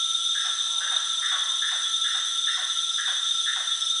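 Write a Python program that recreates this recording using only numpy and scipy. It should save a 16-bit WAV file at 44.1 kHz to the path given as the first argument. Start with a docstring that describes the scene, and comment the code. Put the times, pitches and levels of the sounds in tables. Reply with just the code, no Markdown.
"""Rainforest undergrowth at night. Crickets trill in trains of tone pulses and bush crickets buzz in
bands of file noise, over a wash of far insects and the hooting drone of far frogs. A near frog repeats
a two-part call: a rasp, made by pulses that ring its vocal sac, then a falling double gulp. Small peeps
and a few faint far whistles come through, and the trees scatter the trills and calls into reverberation."""
import sys
import numpy as np
from scipy import signal
from scipy.fft import rfft, irfft
from scipy.io import wavfile

SR = 44100
rng = np.random.default_rng(int(sys.argv[2]) if len(sys.argv) > 2 else 0)


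def waveform_to_disk(signal):
    """Save audio, clipped to [-1, 1], as 16-bit WAV at the path in sys.argv[1]."""
    frames = np.transpose(np.atleast_2d(signal))
    scaled = np.clip(frames, -1, 1) * 32767
    samples = np.round(scaled).astype(np.int16)
    wavfile.write(sys.argv[1], SR, samples)


N = 176400

# Reverberation among the trees. Each row: frequency in Hz, time to decay by 60 dB in seconds.
FOREST_DECAY = [(300, 0.35), (750, 0.68), (1200, 0.89), (1800, 0.98), (4000, 1), (10000, 0.21)]

# Spectra of far insects, of still air and far leaves, and of a faint top hiss.
# Each row: frequency in Hz, relative spectral density in dB.
INSECT_SPECTRUM = [(1800, -29), (2500, -18), (3150, 1.5), (3700, 12), (3900, 4.5), (4200, -4.5),
                   (4700, -7.5), (5350, -1.5), (5750, 1), (6350, -4), (6650, -11), (6900, -18), (7050, -8),
                   (7650, -1.5), (8100, -10.5), (8900, -20), (9400, 0), (9700, -5.5), (9930, -21.5),
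                   (10400, -35.5), (12000, -65.5)]
AIR_SPECTRUM = [(20, -16.5), (60, -6), (130, -0.5), (300, 1.5), (450, 0), (750, 3.5), (1100, 2), (1600, 13),
                (2200, 7.5), (3000, 15), (5000, -29)]
HISS_SPECTRUM = [(8000, -27), (10300, -4), (11600, -1.5), (12600, -8), (14000, -25.5), (15000, -45.5)]
# The course of the top hiss. Each row: time in seconds, level in dB.
HISS_LEVELS = [(0, -73.5), (1.199, -74.5), (2.002, -71), (2.779, -68), (2.9, -74), (4, -73)]
INSECTS_DB, AIR_DB = -36, -52

# Trilling and hooting animals. Each row: pitch in Hz, pitch wander in Hz, fall within a pulse in Hz,
# pulses per second, level in dB.
NEAR_CRICKETS = [(3623, 12.24, 60, 25, -33.5), (3408, 3, 6, 11.5, -36.5)]
FAR_CRICKETS = [(3602, 22, 41, 38, -33), (3659, 16, 26, 17, -35), (3410, 12, 14, 12, -38.5),
                (3228, 9.98, 13, 19, -44), (3767, 9, 7.1, 16, -44.5), (4019, 28, 50, 16, -45.5),
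                (3015, 8, 9.6, 8, -52.5)]
FAR_FROGS = [(1336.4, 2.4, 4.6, 9, -44), (1366.5, 6.01, 14, 14, -47.5)]
# Bush crickets. Each row: band centre in Hz, half width in Hz, wing strokes per second,
# modulation depth from 0 to 1, level in dB.
BUSH_CRICKETS = [(6111, 160, 16.3, 0.23, -38.5), (6080, 160, 108, 0.6, -41), (7736, 70, 29, 0.3, -50),
                 (8260, 78, 100, 0.2, -53), (8750, 64, 17, 0, -54.5), (9550, 103, 72, 0.26, -46)]
RATE_DRIFT, TRILL_SWELL_DB = 0.0694, 0.77
# Flares of the loudest trill. Each row: start in seconds, length in seconds, level in dB.
FLARES = [(.01, .026, -21.5), (.104, .014, -19), (.143, .016, -20), (.264, .024, -21), (.297, .02, -21.5),
          (.756, .018, -21), (.962, .013, -12.8), (3.287, .048, -21), (3.927, .018, -21.5)]

# The first part of each frog call. Each row: start in seconds, level in dB, pitch in Hz.
RASPS = [(.347, -32.5, 1620), (.807, -32, 1570), (1.219, -31, 1732), (1.617, -31, 1677),
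         (2.042, -30.5, 1703), (2.469, -29.5, 1726), (2.978, -30, 1660), (3.46, -30, 1705)]
# Vocal sac resonances. Each row: multiple of the rasp pitch, width in Hz, relative level in dB.
SAC_MODES = [(.87, 280, 2), (1.025, 290, 10)]
RASP_S, RASP_ATTACK_S, RASP_RELEASE_S = 0.077, .005, .009
RASP_PULSES_PER_S, RASP_JITTER, RASP_GRIT, RASP_RISE = 138, .16, 0.6, 0.068
SAC_BAND_HZ = (1240, 2135)
OVERTONE_HZ, OVERTONE_WIDTH_HZ, OVERTONE_DB = 2950, 850, -14.5
CATCH_AT_S, CATCH_WIDTH_S, CATCH_DB = 0.052, 0.014, -7
RASP_OPENING_DB, RASP_FADE_DB = -2.8, -2.5

# Small peeps near 5 kHz, and short tones near 2.8 kHz that sound as some frog calls begin. # Each row: start in
# seconds, pitch in Hz, level in dB.
PEEPS = [(.38, 5300, -42.5), (.78, 5120, -49), (.79, 2830, -45.5), (1.239, 5220, -47), (1.63, 5200, -46.5),
         (2.021, 2870, -44.5), (2.07, 5345, -44), (2.45, 2850, -45.5), (2.481, 5330, -41), (2.9, 5130, -44),
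         (3.31, 5100, -46), (3.782, 5370, -43)]
PEEP_S, PEEP_WANDER_HZ = 0.1, 64

# The second part of each frog call. Each row: start in seconds, level in dB.
GULPS = [(.444, -48), (.912, -46), (1.314, -45.5), (1.711, -47), (2.144, -49), (2.571, -47.5), (3.073, -47),
         (3.560, -47.5)]
# The two notes of a gulp. Each row: delay in seconds, length in seconds, starting pitch in Hz,
# settled pitch in Hz, sag in Hz per second, relative level in dB.
GULP_NOTES = [(0, .038, 1500, 750, 400, 1), (.037, .025, 1400, 690, 6200, -2.5)]
GULP_ATTACK_S, GULP_DROP_S, GULP_RELEASE_S = .0015, 0.00269, .007
GULP_JITTER, GULP_SHIMMER_DB, GULP_OCTAVE_DB = .015, 1.5, -7
# The throaty scrape of a gulp note. Each row: frequency in Hz, relative spectral density in dB.
SCRAPE_SPECTRUM = [(400, -47.5), (800, -12), (1100, -7), (1400, 1), (1850, 0), (2300, -18), (3000, -11),
                   (5000, -21), (9000, -66)]
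SCRAPE_DB, SCRAPE_ATTACK_S, SCRAPE_DECAY_S = 12.5, 0.0022, 0.038
RASP_WET_DB, GULP_WET_DB, SCRAPE_WET_DB, SMALL_CALL_WET_DB = -5, -9, -2.5, -1.5

# Far whistles, clear or hoarse. Each row: start in seconds, length in seconds, starting pitch in Hz,
# final pitch in Hz, pitch wander in Hz, level in dB.
WHISTLES = [(0.539, 0.53, 980, 930, 230, -52), (1.15, .11, 672, 645, 30, -58),
            (1.15, .1, 1008, 1000, 18, -55.5), (1.17, .4, 1250, 990, 10, -45.5),
            (1.325, 0.31, 1280, 1240, 25, -54), (1.332, .25, 942, 745, 170, -55)]
CUTOFF_HZ = 15700


def gain_of(db):
    """Amplitude grows tenfold for every 20 decibels."""
    return 10 ** (np.asarray(db) / 20)


def unit_rms(x):
    """Normalisation brings the root-mean-square amplitude to 1."""
    return x / np.sqrt(np.mean(x ** 2) + 1e-20)


def curve_at(points, hz):
    """Interpolation reads a curve on a logarithmic frequency axis."""
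    f, value = np.transpose(points)
    return np.interp(np.log(hz + 1), np.log(f + 1), value)


def add(mix, start_s, sound):
    """Superposition: a sound adds to the mix from its start onward."""
    part = mix[max(round(start_s * SR), 0):][:len(sound)]
    part += sound[:len(part)]


def drift(rate, size=N):
    """Random modulation of about unit size: straight lines join `rate` random values a second."""
    knots = rng.standard_normal(4096)
    return np.interp(np.arange(size) * rate / SR, np.arange(len(knots)), knots)


def tone(hz):
    """The phase of a sine is the running integral of its frequency."""
    return np.sin(2 * np.pi * (np.cumsum(hz) / SR + rng.random()))


def noise(spectrum):
    """Spectral shaping colours white noise; the result has rms 1."""
    gains = gain_of(curve_at(spectrum, np.fft.rfftfreq(N, 1 / SR)))
    return unit_rms(irfft(rfft(rng.standard_normal(N)) * gains, N))


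def resonate(x, hz, width_hz):
    """A resonator passes a narrow band, here centred on the moving frequency hz."""
    carrier = np.exp(2j * np.pi * np.cumsum(hz) / SR)
    pole = np.exp(-np.pi * width_hz / SR)
    return (carrier * signal.lfilter([(1 - pole) ** 2], [1, -2 * pole, pole * pole], x / carrier)).real


def forest(x):
    """Scattering: trunks and leaves return sparse reflections, each band decaying at its own rate."""
    reflections = np.zeros(SR)
    slots = np.arange(200, SR - 20, 20)
    reflections[slots + rng.integers(0, 20, len(slots))] = rng.choice([-1., 1.], len(slots))
    hz, t, bands = signal.stft(reflections, SR, nperseg=256)
    decay = gain_of(-60 * t / curve_at(FOREST_DECAY, hz)[:, None])
    tail = signal.istft(bands * decay, SR, nperseg=256)[1]
    return signal.fftconvolve(x, tail / np.linalg.norm(tail))[:len(x)]


def wash():
    """Incoherent sources sum to noise: countless far insects, over still air and a faint top hiss."""
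    insects = gain_of(INSECTS_DB) * noise(INSECT_SPECTRUM)
    air = gain_of(AIR_DB) * noise(AIR_SPECTRUM)
    hiss_db = np.interp(np.arange(N) / SR, *np.transpose(HISS_LEVELS))
    return insects + air + gain_of(hiss_db) * noise(HISS_SPECTRUM)


def stroke_phase(rate):
    """In a nearly periodic rhythm, phase runs from 0 to 1 in each stroke while the rate drifts."""
    return (np.cumsum(rate * (1 + RATE_DRIFT * drift(8))) / SR + rng.random()) % 1


def trill(hz, wander_hz, fall_hz, rate, level_db, sharpness, wet_db, animals):
    """Amplitude and frequency modulation divide each animal's tone into pulses that fall in pitch."""
    direct = np.zeros(N)
    for _ in range(animals):
        phase = stroke_phase(rate)
        pitch = hz + wander_hz * drift(rate) + fall_hz * (.5 - phase)
        pulses = np.sin(np.pi * phase) ** sharpness
        direct += pulses * gain_of(TRILL_SWELL_DB * drift(rate)) * tone(pitch)
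    # A second of lead-in leaves the forest already ringing at the start.
    scattered = unit_rms(forest(np.r_[direct[-SR:], direct])[SR:])
    return gain_of(level_db) * unit_rms(unit_rms(direct) + gain_of(wet_db) * scattered)


def bush_cricket(hz, half_width_hz, rate, depth, level_db):
    """Stridulation: a band of file noise is modulated in amplitude by the wing strokes."""
    band = np.exp(-.5 * ((np.fft.rfftfreq(N, 1 / SR) - hz) / half_width_hz) ** 2)
    file_noise = irfft(rfft(rng.standard_normal(N)) * band, N)
    throb = 1 + depth * np.cos(2 * np.pi * stroke_phase(rate))
    return gain_of(level_db) * unit_rms(file_noise * throb)


def chorus():
    """Crickets, far frogs and bush crickets superpose; far crickets are more reverberant than near."""
    near = sum(trill(*row, sharpness=2.2, wet_db=-7.5, animals=1) for row in NEAR_CRICKETS)
    far = sum(trill(*row, sharpness=2.1, wet_db=0, animals=2) for row in FAR_CRICKETS)
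    hoots = sum(trill(*row, sharpness=0.72, wet_db=-6.5, animals=1) for row in FAR_FROGS)
    return near + far + hoots + sum(bush_cricket(*row) for row in BUSH_CRICKETS)


def glide(length_s, start_hz, end_hz, wander_hz, level_db):
    """A linear sweep swells and fades under a half sine; random frequency modulation roughens it."""
    progress = np.arange(0, length_s, 1 / SR) / length_s
    pitch = start_hz + (end_hz - start_hz) * progress + wander_hz * drift(260, len(progress))
    return gain_of(level_db) * np.sin(np.pi * progress) * tone(pitch)


def flares():
    """Tone bursts near the pitch of the loudest trill fuse with it, so it briefly stands out."""
    out = np.zeros(N)
    for start, length, db in FLARES:
        add(out, start, glide(length, start_hz=3715, end_hz=3620, wander_hz=0, level_db=db))
    return out


def rasp(level_db, hz):
    """Source and filter: uneven pulses ring the frog's vocal sac, rising in pitch and brightness."""
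    t = np.arange(0, RASP_S + 4 * RASP_RELEASE_S, 1 / SR)
    progress = np.minimum(t / RASP_S, 1)
    cycles = np.cumsum(RASP_PULSES_PER_S * (1 + RASP_JITTER * drift(RASP_PULSES_PER_S, len(t)))) / SR
    pulses = unit_rms(np.diff(np.floor(cycles), prepend=-1))
    drive = pulses + RASP_GRIT * rng.standard_normal(len(t))
    pitch = hz * (1 + RASP_RISE * (progress - .5))
    sac = sum(gain_of(db) * unit_rms(resonate(drive, pitch * ratio, width))
              for ratio, width, db in SAC_MODES)
    sac = signal.sosfilt(signal.butter(4, SAC_BAND_HZ, "band", fs=SR, output="sos"), sac)
    overtones = unit_rms(resonate(drive, np.full(len(t), OVERTONE_HZ), OVERTONE_WIDTH_HZ))
    voice = unit_rms(sac) + gain_of(OVERTONE_DB) * progress * overtones
    # The level opens softly, dips in a brief catch, and eases toward the end.
    opening_db = RASP_OPENING_DB * np.exp(-(t / CATCH_AT_S) ** 2)
    catch_db = CATCH_DB * np.exp(-((t - CATCH_AT_S) / CATCH_WIDTH_S) ** 2)
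    effort_db = opening_db + catch_db + RASP_FADE_DB * progress ** 2 + 1.3 * drift(70, len(t))
    envelope = np.minimum(t / RASP_ATTACK_S, 1) * np.exp(-np.maximum(t - RASP_S, 0) / RASP_RELEASE_S)
    return gain_of(level_db + effort_db) * envelope * voice


def peeps():
    """Random frequency modulation spreads each short, high peep into a narrow band."""
    out = np.zeros(N)
    for start, hz, db in PEEPS:
        add(out, start, glide(PEEP_S, hz, hz, PEEP_WANDER_HZ, db))
    return out


def gulp_note(length_s, start_hz, settled_hz, sag_hz_per_s, throat_noise):
    """Exponential relaxation drops the pitch fast, then it sags; a decaying scrape goes with it."""
    t = np.arange(0, length_s, 1 / SR)
    hz = settled_hz + (start_hz - settled_hz) * np.exp(-t / GULP_DROP_S) - sag_hz_per_s * t
    hz *= 1 + GULP_JITTER * drift(RASP_PULSES_PER_S, len(t))
    voice = tone(hz) + gain_of(GULP_OCTAVE_DB) * tone(2 * hz)
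    voice *= gain_of(GULP_SHIMMER_DB * drift(RASP_PULSES_PER_S, len(t)))
    scrape = np.minimum(t / SCRAPE_ATTACK_S, 1) * np.exp(-t / SCRAPE_DECAY_S) * throat_noise[:len(t)]
    envelope = np.clip(np.minimum(t / GULP_ATTACK_S, (length_s - t) / GULP_RELEASE_S), 0, 1)
    return envelope * voice, envelope * scrape


def frog():
    """Multipath propagation: each rasp and its double gulp arrive directly and by way of the trees."""
    rasps, gulps, scrapes = np.zeros((3, N))
    throat_noise = noise(SCRAPE_SPECTRUM)
    for start, db, hz in RASPS:
        add(rasps, start, rasp(db, hz))
    for start, gulp_db in GULPS:
        for delay, *note, note_db in GULP_NOTES:
            onset = start + delay
            voice, scrape = gulp_note(*note, throat_noise[round(onset * SR):])
            add(gulps, onset, gain_of(gulp_db + note_db) * voice)
            add(scrapes, onset, gain_of(gulp_db + note_db + SCRAPE_DB) * scrape)
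    scattered = forest(gain_of(RASP_WET_DB) * rasps + gain_of(GULP_WET_DB) * gulps
                       + gain_of(SCRAPE_WET_DB) * scrapes)
    return rasps + gulps + scrapes + scattered


def far_whistles():
    """Frequency modulation shapes each falling call: the wider its wander, the hoarser it sounds."""
    out = np.zeros(N)
    for start, *call in WHISTLES:
        add(out, start, glide(*call))
    return out


def scene():
    """All sources superpose in one channel, the frog in front of the chorus."""
    small_calls = peeps() + far_whistles()
    scattered_calls = gain_of(SMALL_CALL_WET_DB) * forest(small_calls)
    return (wash() + chorus() + flares() + frog() + small_calls + scattered_calls)[None]


def record(dry):
    """Band limiting: a linear-phase low-pass filter removes the highest treble."""
    low_pass = signal.firwin(511, CUTOFF_HZ, window=("kaiser", 9), fs=SR)
    return signal.oaconvolve(dry, low_pass[None], "same")


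dry = scene()
out = record(dry)
waveform_to_disk(out)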